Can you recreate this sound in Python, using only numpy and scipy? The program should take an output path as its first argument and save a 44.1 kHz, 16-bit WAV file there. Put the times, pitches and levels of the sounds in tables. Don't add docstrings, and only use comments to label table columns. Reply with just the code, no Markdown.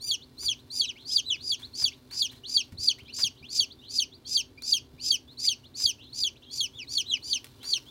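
import sys
import numpy as np
from scipy import signal
from scipy.fft import rfft, irfft, next_fast_len
from scipy.io import wavfile
from scipy.ndimage import uniform_filter1d

SR = 44100
rng = np.random.default_rng(int(sys.argv[2]) if len(sys.argv) > 2 else 0)


def int16_out(signal):
    q = np.round(np.clip(np.atleast_2d(signal).T, -1, 1) * 32767)
    wavfile.write(sys.argv[1], SR, q.astype(np.int16))


N = 348390
TIME = np.arange(N) / SR

# frequency_hz, gain_db
ROOM_SPECTRUM = [(20, -32), (35, -13), (58, -2), (90, 0), (132, 1.5), (170, -14), (200, -12), (245, -0.5),
                 (300, -6), (400, -9.5), (520, -15.5), (800, -21), (1500, -28), (2500, -29.5), (5000, -74)]
# pitch_hz, level_db
HUM_TONES = [(112, -71), (250, -65.5), (387, -70)]
# frequency_hz, gain_db
STIR_SPECTRUM = [(500, -6.5), (1000, 1.5), (2000, -8.5), (4000, 3), (6300, -8), (8000, -10.5),
                 (15500, -10.5)]
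# time_s, level_db
STIR_LEVELS = [(0, -66.5), (2.5, -65.5), (4.3, -68.5), (6.5, -67.5), (7.7, -61.5)]
# start_s, level_db, decay_s
SCUFFS = [(0.428, -45, 0.013), (1.592, -53, 0.048), (1.796, -52.5, .02), (1.821, -44, 0.014),
          (2.11, -46.5, 0.029), (2.313, -51.5, 0.037), (2.721, -53.5, 0.009), (2.987, -52, 0.0088),
          (3.187, -41, 0.023), (5.8, -47.5, 0.02), (7.445, -45.5, 0.0049), (7.468, -43, 0.0041),
          (7.63, -46.5, 0.034), (7.771, -43.5, 0.0079)]
# frequency_hz, gain_db
SCUFF_SPECTRUM = [(150, -16), (400, -10), (900, -7), (1700, -6), (2600, -6.5), (6000, -10.5),
                  (10000, -13.5), (16000, -16.5)]
# frequency_hz, gain_db
THROAT = [(1200, -48), (2000, -29.5), (2600, -10.5), (3300, -1.5), (4000, -8.5), (4800, -0.5), (5400, 0),
          (6400, 3.5), (7200, -12), (8000, -16.5), (8600, -6.5), (9600, -2), (10600, -15), (13000, -3),
          (15800, 1.5)]
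# break_s, fall_s, top_hz, low_hz, crest_db, strain, buzz_db_per_overtone
CLOSE_PEEPS = [(0.112, .046, 4820, 3330, -21, 1, -8.5), (0.484, .051, 4820, 3280, -21.5, 0.86, -11),
               (.813, 0.048, 4853, 3293, -14.5, 0.7, -10.5), (1.171, 0.035, 5060, 3400, -13.5, 0.52, -9.5),
               (1.517, 0.037, 4890, 3404, -21, 0.42, -9.5), (1.851, 0.04, 5000, 3355, -16, 0.65, -9),
               (2.221, 0.052, 4916, 3324, -19, 0.6, -8), (2.572, 0.048, 4860, 3265, -16, 0.62, -10.5),
               (2.89, 0.035, 4920, 3280, -13.5, 0.63, -10.5), (3.241, 0.042, 4990, 3236, -17, 0.98, -7.5),
               (3.602, 0.048, 4964, 3240, -16.5, 1, -8), (3.996, 0.047, 4940, 3174, -19.5, 0.76, -8),
               (4.369, 0.048, 4965, 3245, -17, 1.0, -8), (4.734, 0.053, 4953, 3235, -14.5, 1, -6.5),
               (5.114, .052, 4987, 3236, -16, 0.94, -7), (5.488, 0.052, 4920, 3226, -14, .83, -8),
               (5.862, 0.058, 4996, 3287, -14.5, 1, -7), (6.238, 0.053, 4904, 3346, -16.5, 0.87, -9.5),
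               (6.606, 0.063, 4800, 3226, -25, 1, -8), (6.978, 0.044, 4710, 3214, -21.5, .92, -8),
               (7.332, 0.048, 4850, 3124, -21.5, 0.86, -10), (7.737, 0.045, 4747, 3136, -21.5, 0.86, -9.5)]
# frequency_hz, gain_db
RASP_SPECTRUM = [(1500, -98.5), (2000, -30), (2500, -13), (3600, -10.5), (4500, 7.5), (5400, 6.5),
                 (6400, 3.5), (7400, 1.5), (8400, -6), (9600, 9), (10700, -4), (12500, 8.5), (15500, 6)]
# time_s, chaos_factor
RASP_CHAOS = [(.1, 0.16), (.8, 0.65), (1.15, 1.16), (7.7, 0.85)]
# start_s, length_s, start_hz, top_hz, level_db
NEAR_TWEETS = [(.205, 0.045, 2900, 4560, -57), (.58, 0.03, 3200, 4240, -63),
               (.955, 0.037, 2070, 3160, -58.5), (1.1, 0.046, 3100, 4930, -48),
               (1.62, 0.044, 3250, 4450, -48), (1.915, 0.031, 2070, 3940, -56.5),
               (2.285, 0.028, 2900, 4170, -52.5), (2.435, 0.043, 2850, 4620, -47.5),
               (2.98, 0.04, 1890, 3200, -56.5), (3.08, 0.037, 2370, 3050, -53.5),
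               (3.425, 0.05, 2340, 3560, -53.5), (3.7, 0.034, 3120, 4680, -53.5),
               (3.785, 0.0386, 3550, 3890, -63), (4.115, 0.047, 3260, 4760, -57.5),
               (4.575, 0.019, 2310, 2450, -55), (4.98, 0.038, 2340, 3100, -61.5),
               (5.275, 0.062, 3400, 4380, -59.5), (5.44, 0.034, 1940, 3080, -56.5),
               (5.635, 0.042, 2800, 4420, -59.5), (6.04, 0.077, 2990, 4300, -62.5),
               (6.355, 0.026, 2360, 4100, -62.5), (6.42, 0.029, 2970, 4180, -60),
               (7.86, 0.044, 3100, 3630, -58)]
# length_s, start_hz, top_hz, level_db
FAR_TWEET_LIMITS = [(0.039, 2560, 3435, -64.5), (.07, 3360, 4530, -56.5)]
# start_s, level_db
FOOTFALLS = [(.445, -43.5), (1.82, -44.5), (2.723, -35.5), (2.79, -43.5), (3.02, -47), (3.24, -43),
             (3.41, -44), (4.93, -44), (5.83, -46)]
# turn_s, rise_s, fall_s, top_hz, level_db
ANSWERS = [(0.87, .06, 0.053, 3960, -32.5), (1.282, 0.042, 0.083, 3987, -24.5),
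           (6.772, .045, .08, 3536, -36.5), (7.092, .036, 0.085, 3983, -26)]
# start_s, level_db
BEAK_TAPS = [(4.622, -28), (7.444, -27), (7.458, -41)]
# frequency_hz, gain_db
TAP_SPECTRUM = [(300, -3), (1500, -1), (4000, 0), (10000, -4), (16000, -5)]
# frequency_hz, gain_db
TAIL_SPECTRUM = [(200, -5), (3000, 11.5), (6300, 8.5), (7200, 13.5), (15000, -33)]

ATTACK_S, BREAK_S, CREST_S = .017, .0013, .008
CLEAR_JITTER, RASP_JITTER = .004, .012


def from_db(db):
    return 10 ** (np.asarray(db) / 20)


def unit_power(x):
    return x / np.sqrt(np.mean(x ** 2) + 1e-20)


def gain_at(spectrum, hz):
    known_hz, db = np.transpose(spectrum)
    return from_db(np.interp(np.log(np.maximum(hz, 1)), np.log(known_hz), db))


def colour(x, spectrum):
    size = next_fast_len(len(x) + 512)
    hz = np.arange(size // 2 + 1) * SR / size
    return irfft(rfft(x, size) * gain_at(spectrum, hz), size)[:len(x)]


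def wander(rate_hz):
    lowpass = signal.butter(2, rate_hz, fs=SR, output="sos")
    return unit_power(signal.sosfilt(lowpass, rng.standard_normal(N)))


def during(start_s, end_s):
    return np.arange(max(int(start_s * SR), 0), min(int(end_s * SR), N))


def blend(a, b, share):
    return a + (b - a) * share


def step(t, width_s):
    return .5 + .5 * np.tanh(t / width_s)


def room_hum(noise_db=-56.5, swell_db=.5, waver_hz=4.94):
    room = unit_power(colour(rng.standard_normal(N), ROOM_SPECTRUM))
    room *= from_db(noise_db + swell_db * wander(17))
    for hz, db in HUM_TONES:
        phase = 2 * np.pi * np.cumsum(hz + waver_hz * wander(14.3)) / SR
        room += from_db(db) * unit_power(np.sin(phase) * (1 + .28 * wander(6.3)))
    return room


def crackle(per_s, spread_db):
    sizes = from_db(spread_db * np.minimum(rng.exponential(1, N), 4)) * rng.choice([-1, 1], N)
    return unit_power(sizes * (rng.random(N) < per_s / SR))


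def bedding(attack_s=.00075, scuff_gain_db=.5):
    push = np.zeros(N)
    for at, db, decay_s in SCUFFS:
        i = during(at - attack_s, at + 6 * decay_s)
        age = np.arange(len(i)) / SR
        push[i] += from_db(db + scuff_gain_db) * np.minimum(age / attack_s, 1) * np.exp(-age / decay_s)
    scuffs = push * unit_power(colour(crackle(per_s=4000, spread_db=5.5), SCUFF_SPECTRUM))
    stir = unit_power(colour(crackle(per_s=5000, spread_db=3), STIR_SPECTRUM))
    stir_db = np.interp(TIME, *np.transpose(STIR_LEVELS)) + 1.3 * wander(54)
    return scuffs + stir * from_db(stir_db)


def syrinx(pitch_hz, slope_db, harmonics=6):
    phase = 2 * np.pi * np.cumsum(pitch_hz) / SR
    k = np.arange(1, harmonics + 1)[:, None]
    partials = from_db(slope_db * (k - 1)) * (k * pitch_hz < SR / 2.3)
    power = np.sum((partials * gain_at(THROAT, k * pitch_hz)) ** 2, axis=0) / 2
    membrane = np.sum(partials * np.sin(k * phase), axis=0)
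    return colour(membrane, THROAT) / np.sqrt(power)


def peep_pitch(t, rise_s, fall_s, top_hz, low_hz, top_lead_s=.0423, scoop_s=.00829, settle_s=.0054):
    past_top = np.minimum(t, 0) + top_lead_s
    climb = .14 * (past_top / (rise_s - top_lead_s)) ** 2
    sag = .1 * (past_top / top_lead_s) ** 2
    scoop = .11 * np.exp(-(t + rise_s) / scoop_s)
    high_voice = top_hz * (1 - np.where(past_top < 0, climb, sag) - scoop)
    settle = .0726 * np.exp(-np.maximum(t, 0) / settle_s)
    slide = .27 * (np.maximum(t, 0) / fall_s) ** 2.6
    return blend(high_voice, low_hz * (1 + settle - slide), step(t, BREAK_S))


def peep_force(t, rise_s, fall_s, crest_db, buzz_db, unruly, edge_db=-15,
               swell_db_per_s=168, leap_db_per_s=381.5, fade_db_per_s=90):
    crested, broken = step(t + CREST_S, .0018), step(t, BREAK_S)
    attack_db = edge_db * np.maximum(1 - (t + rise_s) / ATTACK_S, 0) ** 2
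    release_db = edge_db * (np.maximum(t, 0) / fall_s) ** 8.1
    rise_db = -24.5 + .5 * (crest_db + 17.5) + swell_db_per_s * t
    leap_db = crest_db + leap_db_per_s * (t + CREST_S / 2)
    fall_db = -26 - fade_db_per_s * t
    level_db = blend(blend(rise_db, leap_db, crested), fall_db, broken)
    rise_slope_db = -17.5 + 8 * (1 - unruly)
    slope_db = blend(blend(rise_slope_db, -28.5, crested), buzz_db, broken)
    slope_db += .34 * (attack_db + release_db / 2)
    return level_db + attack_db + release_db, slope_db


def peep_rasp(t, rise_s, delay_s=.022, clear_lead_s=.018, edge_s=.007, flare_s=.002):
    rising = step(t + rise_s - delay_s, edge_s) * step(-t - clear_lead_s, edge_s)
    flare = .067 * np.exp(-(t / flare_s) ** 2)
    return .021 + rising + flare


def steady_breath(x, window_s=.0027):
    power = uniform_filter1d(x ** 2, size=int(window_s * SR))
    return x / np.sqrt(np.abs(power) + 1e-6)


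def close_chick(doubling_depth=.44, chaos_depth=.36, beat_depth=.55, slip_hz=260,
                waver=.00914, shimmer_db=2, bounce=.29):
    out = np.zeros(N)
    tremor, sway, shimmer = wander(600), wander(95), wander(85)
    chaos, slip, regime = wander(2100), wander(480), wander(30)
    bounce_lags_s = rng.uniform(.001954, .0066, len(CLOSE_PEEPS))
    beat_rates_hz = rng.uniform(230.8, 450.3, len(CLOSE_PEEPS))
    for peep, lag_s, beat_hz in zip(CLOSE_PEEPS, bounce_lags_s, beat_rates_hz):
        at, fall_s, top_hz, low_hz, crest_db, strain, buzz_db = peep
        rise_s = .118 + .00005 * (top_hz - 4930)
        i = during(at - rise_s - ATTACK_S / 2, at + 1.15 * fall_s)
        t = TIME[i] - at
        unruly = np.interp(at, *np.transpose(RASP_CHAOS))
        pitch = peep_pitch(t, rise_s, fall_s, top_hz, low_hz)
        level_db, slope_db = peep_force(t, rise_s, fall_s, crest_db, buzz_db, unruly)
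        rasp = np.clip(strain * peep_rasp(t, rise_s), 0, 1)
        wild = unruly * np.clip(1.04 + .5 * regime[i], .15, 1)
        half_phase = 2 * np.pi * np.cumsum(pitch / 2 + slip_hz * wild * slip[i]) / SR
        doubling = np.cos(half_phase) + .82 * np.cos(half_phase / 2)
        flutter = rasp * (doubling_depth * doubling + chaos_depth * wild * chaos[i])
        jitter = (CLEAR_JITTER + RASP_JITTER * rasp * wild) * tremor[i]
        tone = syrinx(pitch * (1 + waver * sway[i] + jitter), slope_db)
        tone *= 1 + beat_depth * rasp * wild * np.sin(2 * np.pi * beat_hz * t)
        whistle = tone * (1 - .25 * (rasp * wild) ** 2)
        screech = colour(tone * flutter, RASP_SPECTRUM)
        voice = from_db(level_db + shimmer_db * shimmer[i]) * steady_breath(whistle + screech)
        out[i] += voice + bounce * np.interp(TIME[i] - lag_s, TIME[i], voice, left=0)
    return out


def flock(tweets, slope_db=-25, jitter=.011, gain_db=6):
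    out, tremor = np.zeros(N), wander(270)
    for at, length_s, start_hz, top_hz, db in tweets:
        i = during(at, at + length_s)
        progress = np.clip((TIME[i] - at) / length_s, 0, 1)
        sweep = np.sin(np.pi / 2 * progress) ** 2
        pitch = blend(start_hz, top_hz, sweep) * (1 + jitter * tremor[i])
        swell = np.sqrt(np.abs(np.sin(np.pi * progress)))
        out[i] += from_db(db + gain_db) * swell * syrinx(pitch, slope_db)
    return out


def far_tweets(count=22):
    chance = rng.random((count, 5))
    starts_s = (np.arange(count) + chance[:, 0]) / count * (TIME[-1] - .05)
    return np.column_stack([starts_s, blend(*np.array(FAR_TWEET_LIMITS), chance[:, 1:])])


def footfalls(band_hz=(60, 150), decay_s=.023):
    push = np.zeros(N)
    for at, db in FOOTFALLS:
        i = during(at, at + 6 * decay_s)
        decays = np.arange(len(i)) / SR / decay_s
        push[i] += from_db(db) * (1 - np.exp(-6 * decays)) * np.exp(-decays)
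    floor = signal.butter(2, band_hz, "band", fs=SR, output="sos")
    return push * unit_power(signal.sosfilt(floor, rng.standard_normal(N)))


def answering_chick(kink_s=.0046, onset_db=-29, end_db=-25, quaver=.015, shimmer_db=3.5, gain_db=-2):
    out = np.zeros(N)
    tremor, sway, shimmer = wander(310), wander(105), wander(74)
    for at, rise_s, fall_s, top_hz, db in ANSWERS:
        i = during(at - rise_s, at + fall_s)
        t, peak_s = TIME[i] - at, .51 * fall_s
        climb = .14 * (np.maximum(-t, 0) / rise_s) ** 3.5
        slide = .37 * (np.maximum(t, 0) / fall_s) ** 1.5
        kink = .1 * step(t - .25 * fall_s, kink_s)
        pitch = top_hz * (1 - climb - slide - kink) * (1 + CLEAR_JITTER * tremor[i] + quaver * sway[i])
        swell_db = onset_db * (np.maximum(peak_s - t, 0) / (rise_s + peak_s)) ** 2.14
        swell_db += end_db * (np.maximum(t - peak_s, 0) / (fall_s - peak_s)) ** 2.5
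        voice = syrinx(pitch, slope_db=-16 + .14 * swell_db)
        out[i] += from_db(db + gain_db + swell_db + shimmer_db * shimmer[i]) * voice
    return out


def beak_taps(decay_s=.0012, gain_db=-7):
    push = np.zeros(N)
    for at, db in BEAK_TAPS:
        i = during(at, at + 8 * decay_s)
        push[i] += from_db(db + gain_db) * np.exp(-np.arange(len(i)) / SR / decay_s)
    return push * unit_power(colour(rng.standard_normal(N), TAP_SPECTRUM))


def brooder(x, walls_db, room_db, walls_t60_s=.03, room_t60_s=.19):
    age = TIME[:SR // 2]
    walls = crackle(per_s=1400, spread_db=-1.5)[:len(age)]
    walls *= from_db(-60 * age / walls_t60_s) * (age > .0015)
    tail = colour(rng.standard_normal(len(age)), TAIL_SPECTRUM)
    tail *= from_db(-60 * age / room_t60_s) * (age > .008)
    echoes = from_db(walls_db) * walls / np.linalg.norm(walls)
    echoes += from_db(room_db) * tail / np.linalg.norm(tail) / 2
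    return x + signal.fftconvolve(x, echoes)[:N]


def scene():
    near = brooder(close_chick() + answering_chick(), walls_db=-6.5, room_db=-16.5)
    around = brooder(flock(NEAR_TWEETS) + bedding() + beak_taps(), walls_db=-6, room_db=-10)
    far = brooder(flock(far_tweets()), walls_db=-9.5, room_db=1.5)
    return (from_db(-1.37) * near + around + from_db(-2.5) * far + footfalls() + room_hum())[None]


def record(dry, cutoff_hz=15900):
    return signal.sosfilt(signal.ellip(10, .1, 80, cutoff_hz, fs=SR, output="sos"), dry)


dry = scene()
out = record(dry)
int16_out(out)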